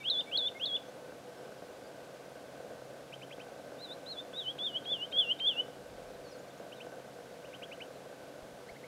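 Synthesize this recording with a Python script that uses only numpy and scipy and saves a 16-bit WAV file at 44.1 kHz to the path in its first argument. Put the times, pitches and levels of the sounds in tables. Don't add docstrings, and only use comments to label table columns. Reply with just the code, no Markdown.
import sys
import numpy as np
from scipy import signal
from scipy.fft import rfft, irfft
from scipy.io import wavfile
from scipy.ndimage import uniform_filter1d

SR = 44100
rng = np.random.default_rng(int(sys.argv[2]) if len(sys.argv) > 2 else 0)


def bounce(signal):
    frames = np.transpose(np.atleast_2d(signal))
    limited = np.clip(frames, -1, 1)
    pcm = np.round(limited * 32767).astype(np.int16)
    wavfile.write(sys.argv[1], SR, pcm)


def nominal_scale(level):
    x = np.asarray(level, float) / 20
    return 10 ** x


N = 391158


def level(x, db):
    return x * nominal_scale(db) / np.sqrt(np.mean(x ** 2))


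def track(rows):
    return np.interp(np.arange(N) / SR, *np.transpose(rows))


def ring(x, hz, width):
    return signal.lfilter(*signal.iirpeak(hz, hz / width, fs=SR), x)


def walk(rate):
    k = int(SR / rate)
    steps = np.repeat(rng.standard_normal(N // k + 1), k)
    return 1.093 * uniform_filter1d(uniform_filter1d(steps, k), k)[:N]


def add(out, start_s, hz, db, shape, overtones):
    full_voice_db = -24
    phase = 2 * np.pi * np.cumsum(hz) / SR
    tone = np.sin(phase)
    for k, part_db, loss in overtones:
        tone = tone + nominal_scale(part_db + loss * (db - full_voice_db)) * np.sin(k * phase)
    i = int(start_s * SR)
    out[i:i + len(hz)] += (np.sqrt(2) * nominal_scale(db) * shape * tone)[:N - i]


def bent(rows, midway):
    return [(s, length_s, a, a + midway * (b - a), b, db) for s, length_s, a, b, db in rows]


def glides(rows, edge, overtones, hold=0):
    out = np.zeros(N)
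    for start_s, length_s, *hz, db in rows:
        u = np.linspace(0, 1, int(length_s * (1 + hold) * SR))
        curve = np.polyfit([0, .5, 1], hz, 2)
        pitch = np.polyval(curve, np.minimum(u * (1 + hold), 1 - hold / 2))
        shape = np.sin(np.pi * u ** edge[0]) ** edge[1]
        add(out, start_s, pitch, db, shape, overtones)
    return out


def lark():
    # start t/s, length/s, f/Hz at start, f/Hz at end, level/dB
    lead_in = [
        (0, 0.037, 2340, 2270, -48.5),
        (.262, 0.047, 2215, 2310, -52),
        (.545, .044, 2090, 2170, -48.5),
    ]
    side = glides(bent(lead_in, 0.72), (1.1, .9), []) + spurs(np.zeros(N))
    voice = side + hooks(np.zeros(N)) + warbles(np.zeros(N))
    throat_hz, throat_width, throat_db = 5600, 500, -1
    throat = ring(ring(voice, throat_hz, throat_width), throat_hz, throat_width)
    voice = voice + nominal_scale(throat_db) * throat
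    return voice * nominal_scale(.5 * walk(220) + .2 * walk(90))


def sing(out, t, hz, db):
    # multiple of the pitch, level/dB at full voice, extra dB lost per dB sung softer
    overtones = [
        (2, -45, -.4),
        (3, -39, 1.1),
    ]
    hz, db = (uniform_filter1d(c, size=70, mode="nearest") for c in (hz, db))
    shape = signal.windows.tukey(len(t), 0.0034 / (t[-1] - t[0]))
    add(out, t[0], hz, db, shape, overtones)


def hooks(out):
    # voice break t/s, held f/Hz, flick f/Hz, level/dB, effort sag/dB
    syllables = [
        (.093, 3420, 4220, -30, -0.5),
        (0.367, 3407, 4480, -29.5, -2),
        (.65, 3302, 4420, -30.5, -6),
    ]
    # t/s from break, f/Hz, level/dB relative to syllable, share of sag
    run_up = [(-.055, 2420, -27, 0.014), (-.051, 2640, -14, 0.17), (-.046, 2790, -13, .7),
              (-.034, 3050, -4, 0.79), (-.022, 3230, -5, 0.043), (-.01, 3340, -0.5, .1),
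              (-.004, 3520, -0.5, 0.41), (0, 3280, -1, 0.039)]
    # t/s from break, pitch over held pitch, level/dB relative to syllable, share of sag
    settle = [(.013, 1.16, 2.5, .8), (.025, 1.08, 0, 1.1), (.039, 1.03, -4, 0.96), (.062, 1.001, -5, 0.53),
              (0.089, 1.005, -2.5, 0.47), (.1125, 1.066, .1, -0.18), (0.115, 0.99, -7, 0),
              (.119, 0.886, -8.5, 0.12), (0.1235, 0.76, -30, 0.096)]
    catch_s, catch_hz, catch_db = 0.00243, 3330, -19
    flick_s, flick_db = 0.0084, 5
    for s, held_hz, flick_hz, db, sag_db in syllables:
        after = [(0, catch_hz, catch_db, 0), (catch_s, catch_hz, catch_db, 0), (flick_s, flick_hz, flick_db, 1.2)]
        after += [(a, ratio * held_hz, c, d) for a, ratio, c, d in settle]
        for rows in run_up, after:
            at, hz, relative_db, share = np.transpose(rows)
            t = np.arange(at[0], at[-1], 1 / SR)
            effort = db + np.interp(t, at, relative_db + share * sag_db)
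            sing(out, s + t, np.interp(t, at, hz), effort)
    return out


def warbles(out):
    # t/s, shoulder f/Hz, level/dB, bend of the climb
    starts = [(3.775, 3550, -61, 0.99), (4.055, 3780, -50, .55), (4.328, 3460, -49.5, 1.2),
              (4.582, 3360, -40.5, 1.3), (4.85, 3250, -43, 1.51), (5.12, 3200, -38.5, 2),
              (5.396, 3150, -35, 3.2)]
    # t/s, f/Hz, loudest this much later/s, level/dB
    crests = [(3.83, 4200, .02, -44), (4.107, 4300, 0.018, -41.5), (4.385, 3930, .012, -36),
              (4.651, 3674, 0.017, -32.5), (4.918, 3574, 0.014, -30.5), (5.192, 3504, 0.003, -23),
              (5.477, 3560, 0.006, -24)]
    # t/s, f/Hz, faintest this much earlier/s, level/dB
    troughs = [(3.897, 3490, 0.03, -62), (4.173, 3400, 0.023, -63), (4.461, 2955, 0.023, -51.5),
               (4.725, 2886, .004, -57), (4.993, 2776, 0.015, -51.5), (5.266, 2734, 0.0069, -45),
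               (5.555, 2653, 0.0071, -51)]
    # t/s, f/Hz, loudest this much earlier/s, level/dB, bend of the upturn
    tops = [(3.933, 4060, 0.017, -44, 1.8), (4.204, 3600, 0.016, -39, 2), (4.509, 3330, 0.025, -33, 1.6),
            (4.776, 3270, 0.013, -32, 3), (5.052, 3126, 0.022, -36, 1.44),
            (5.322, 3134, 0.0035, -26.5, 2.7), (5.607, 3003, 0.0082, -28.5, 1.02)]
    fall = [(0, 0.022), (.1, 0.078), (.28, .37), (.67, .82), (.87, .97), (1, 0.98)]
    scoop_s, scoop_from, scoop_db = .009, .6, -17
    fade_db_s, release_s, release_db, fail_bend = 300, 0.016, -17, 1.1
    swell_share = 0.68
    for k, (start, crest, trough, top) in enumerate(zip(starts, crests, troughs, tops)):
        start_s, shoulder_hz, start_db, climb_bend = start
        crest_s, crest_hz, loud_later_s, crest_db = crest
        trough_s, trough_hz, faint_earlier_s, trough_db = trough
        top_s, top_hz, loud_earlier_s, top_db, upturn_bend = top
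        shoulder_s = start_s + scoop_s
        t = np.arange(start_s if k else shoulder_s, top_s + release_s, 1 / SR)

        def done(a, b):
            return np.clip((t - a) / (b - a), 0, 1)

        hz = shoulder_hz * (1 - (1 - scoop_from) * (1 - done(start_s, shoulder_s)) ** 1.31)
        hz += (crest_hz - shoulder_hz) * done(shoulder_s, crest_s) ** climb_bend
        hz += (trough_hz - crest_hz) * np.interp(done(crest_s, trough_s), *np.transpose(fall))
        hz += (top_hz - trough_hz) * done(trough_s, top_s) ** upturn_bend

        loud_s, faint_s = crest_s + loud_later_s, trough_s - faint_earlier_s
        upturn_db = top_db + start_db - trough_db
        end_db = upturn_db - fade_db_s * loud_earlier_s
        effort = [(start_s, start_db + scoop_db), (shoulder_s, start_db), (loud_s, start_db), (faint_s, start_db),
                  (top_s - loud_earlier_s, upturn_db), (top_s, end_db), (top_s + release_s, end_db + release_db)]
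        failing = done(loud_s, faint_s) ** fail_bend
        swell = done(shoulder_s, loud_s) ** (max(climb_bend, 1) ** swell_share) - failing
        db = np.interp(t, *np.transpose(effort))
        db = db + (crest_db - start_db) * swell + (trough_db - start_db) * failing
        sing(out, t, hz, db)
    return out


def spurs(out):
    # t/s, level/dB
    times = [
        (4.578, -57),
        (4.841, -52),
        (5.114, -51),
        (5.388, -49.5),
    ]
    length_s, held_hz, rise_hz, bend = .014, 3660, 1150, 5.6
    u = np.linspace(0, 1, int(length_s * SR))
    for s, db in times:
        add(out, s, held_hz + rise_hz * u ** bend, db, np.sin(np.pi * u ** 0.92) ** .6, [])
    return out


def neighbour():
    # start t/s, length/s, top f/Hz, level/dB
    answers = [(3.123, 0.022, 3180, -44), (3.214, 0.023, 3140, -45.5), (3.306, .03, 3400, -47.5),
               (3.393, 0.027, 3200, -49), (6.715, 0.022, 3200, -51), (6.798, 0.025, 3170, -49.5),
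               (7.438, .024, 3070, -55.4), (7.528, 0.026, 3220, -49.5), (7.616, 0.03, 3380, -47.5),
               (7.71, 0.027, 3080, -47.5), (7.8, 0.027, 3090, -46.5), (8.682, 0.02, 2300, -53),
               (8.754, .018, 2210, -55), (8.83, 0.019, 2280, -53.5)]
    sweep_per_s, sweep_midway = 15.2, 0.63
    perch_up_s, notch_hz, notch_width = 4, 2830, 320
    rows = [(s, length_s, hz * (1 - sweep_per_s * length_s), hz, db) for s, length_s, hz, db in answers]
    calls = glides(bent(rows, sweep_midway), (1.3, .55), [(2, -24, 0)], hold=.13)
    calls = calls * nominal_scale(1.8 * walk(260))
    low = np.arange(N) < perch_up_s * SR
    calls = calls - .85 * low * ring(calls, notch_hz, notch_width)
    return calls + nominal_scale(-17) * np.roll(calls, int(.011 * SR))


def twitter():
    # start t/s, length/s, f/Hz at start, f/Hz at end, level/dB
    chirps = [(0, .022, 3720, 3600, -57), (.03, .033, 3720, 3620, -58), (.029, 0.0099, 3000, 2600, -51),
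              (.132, .016, 5830, 6050, -66), (.193, 0.033, 4860, 4820, -62), (.575, .035, 5790, 5800, -68),
              (.87, .035, 6050, 6240, -67), (1.365, .035, 5480, 5350, -68), (1.43, .035, 5180, 5100, -71),
              (1.575, .017, 4700, 5020, -66.5), (1.84, 0.028, 4860, 4530, -68),
              (1.865, .014, 4680, 5000, -64), (6.13, .032, 3920, 3980, -66), (6.23, .084, 4900, 4300, -63),
              (6.312, .026, 5750, 4940, -60), (6.278, 0.042, 6750, 5700, -65),
              (6.325, .05, 4660, 4300, -65), (6.378, .032, 6020, 6960, -66), (6.478, .015, 4390, 4370, -64),
              (6.503, .017, 3920, 3490, -61), (6.57, .024, 5990, 6550, -69),
              (6.755, .048, 4160, 3600, -61.5), (7.948, .036, 4280, 4040, -67),
              (8.688, .014, 3640, 4430, -63)]
    return glides(bent(chirps, 0.89), (1.0, .7), [])


def hillside(x):
    # delay t/s, level/dB
    echoes = [
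        (.0021, -22),
        (.0085, -21),
        (.0148, -16.5),
        (.0162, -22),
        (.0275, -26),
    ]
    slope_t60_s, slope_db = .6, -24.5
    bank_s, bank_spread_s, bank_db = .066, .016, -27
    t = np.arange(SR // 2) / SR
    scatter = rng.standard_normal((2, len(t))) * (rng.random((2, len(t))) < 240 / SR)
    slope = scatter[0] * nominal_scale(-60 * t / slope_t60_s) * (1 - np.exp(-t / 0.01))
    bank = scatter[1] * np.exp(-((t - bank_s) / bank_spread_s) ** 2)
    response = (level(slope, slope_db) + level(bank, bank_db)) / np.sqrt(len(t))
    for delay_s, db in echoes:
        response[int(delay_s * SR)] += nominal_scale(db)
    return x + signal.fftconvolve(x, ring(response, 3500, 1700))[:N]


def camera():
    # t/s, level/dB
    hum = [(0, -59), (.12, -52), (.6, -51), (1.2, -52), (2.3, -52), (2.72, -50), (3.1, -53.5), (3.7, -50),
           (4.1, -51.5), (5.24, -50.5), (6.4, -52), (6.8, -50), (7.4, -53), (7.8, -51.5), (8.87, -53.5)]
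    # t/s, peak level/dB
    knocks = [(.882, -43), (1.122, -42), (1.522, -40.5), (1.622, -40.5), (2.355, -44.5), (2.819, -42),
              (3.161, -45), (3.381, -41.5), (3.485, -45), (3.635, -48), (3.72, -41.5), (4.332, -41.5),
              (4.555, -43.5), (4.914, -41), (4.966, -43.5), (5.555, -43), (5.682, -41.5), (5.859, -46),
              (6.016, -45.5), (6.103, -47), (6.599, -41), (6.746, -44), (6.867, -39), (6.922, -42.5),
              (6.999, -43), (7.258, -45), (7.617, -43), (7.775, -45), (7.905, -44.5), (8.336, -44.5)]
    # f/Hz, width/Hz, level/dB
    modes = [(142, 19, -16), (187, 133, -16.5), (290.5, 30, -7.5), (387.4, 50.5, -11), (492.7, 30.2, -0.5),
             (572, 46, -4), (628, 40.6, -4.5), (689.5, 56.3, -6), (842, 126, -15.5), (1100, 360, -24),
             (1506, 81, -12.5), (1560.5, 106, -15)]
    drive_hz, drive_db, ticks_per_s = 134.4, -66.5, 1100
    chance = rng.random((N, 2)).T
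    load = walk(14) + .8 * walk(7)
    unsteady = load - uniform_filter1d(load, size=SR // 2)
    size_db = np.minimum(-2.5 * np.log(1 - chance[1]), 8.5) + unsteady
    ticks = -nominal_scale(size_db) * (chance[0] < ticks_per_s / SR)
    ticks = level(ticks - ticks.mean(), 0) * nominal_scale(track(hum))
    for s, db in knocks:
        i = int((s - .002) * SR)
        ticks[i - int(.012 * SR):i] *= .35
        ticks[i] -= nominal_scale(db + 21.5)
    body = np.zeros(N)
    for k, (hz, width, db) in enumerate(modes):
        body += (-1) ** k * nominal_scale(db) * ring(ticks, hz, width)
    pitch = drive_hz + 3.58 * walk(14)
    tone = np.sin(2 * np.pi * np.cumsum(pitch) / SR) * nominal_scale(2.4 * walk(6.4))
    return nominal_scale(25.5) * body + level(tone, drive_db)


def wind():
    # t/s, length/s, level/dB
    puffs = [
        (5.8, 0.035, -68),
        (5.933, 0.071, -59),
        (6.11, 0.091, -65),
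        (6.23, .04, -69),
        (6.33, .035, -72),
    ]
    # t/s, peak level/dB
    bumps = [
        (8.432, -52),
        (8.535, -58),
        (8.722, -55),
    ]
    bump_s = 0.0043
    t = np.arange(N) / SR
    rumble = level(ring(ring(rng.standard_normal(N), 42, 50), 48, 110), 0)
    gusts = sum(nominal_scale(db) * np.exp(-((t - s) / length_s) ** 2) for s, length_s, db in puffs)
    slaps = np.zeros(N)
    for s, db in bumps:
        u = (t - s) / bump_s
        slaps += nominal_scale(db) * 2 * u * np.exp(-u ** 2)
    return slaps + rumble * gusts


def air():
    # f/Hz, level/dB per Hz
    colours = [(15, -48), (28, -17), (80, -3), (200, 4.5), (600, -1), (1200, -3), (1900, -7), (3500, -9.5),
               (6750, -15), (11000, -19.5), (15600, -26.5)]
    hz, db = np.transpose(colours)
    colour = nominal_scale(np.interp(np.log(np.fft.rfftfreq(N, 1 / SR) + 1), np.log(hz), db))
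    hiss = irfft(rfft(rng.standard_normal(N)) * colour, N)
    return level(hiss, -56) * nominal_scale(0.056 * walk(6.5))


def scene():
    birds = lark() + neighbour() + twitter()
    return (hillside(birds) + camera() + wind() + air())[None]


def top_cut(x):
    return signal.sosfilt(signal.butter(12, 15710, fs=SR, output="sos"), x)


def record(dry):
    top_hz = 15760
    dull = signal.sosfilt(signal.ellip(10, .2, 60, top_hz, fs=SR, output="sos"), dry)
    return top_cut(dull)


dry = scene()
out = record(dry)
bounce(out)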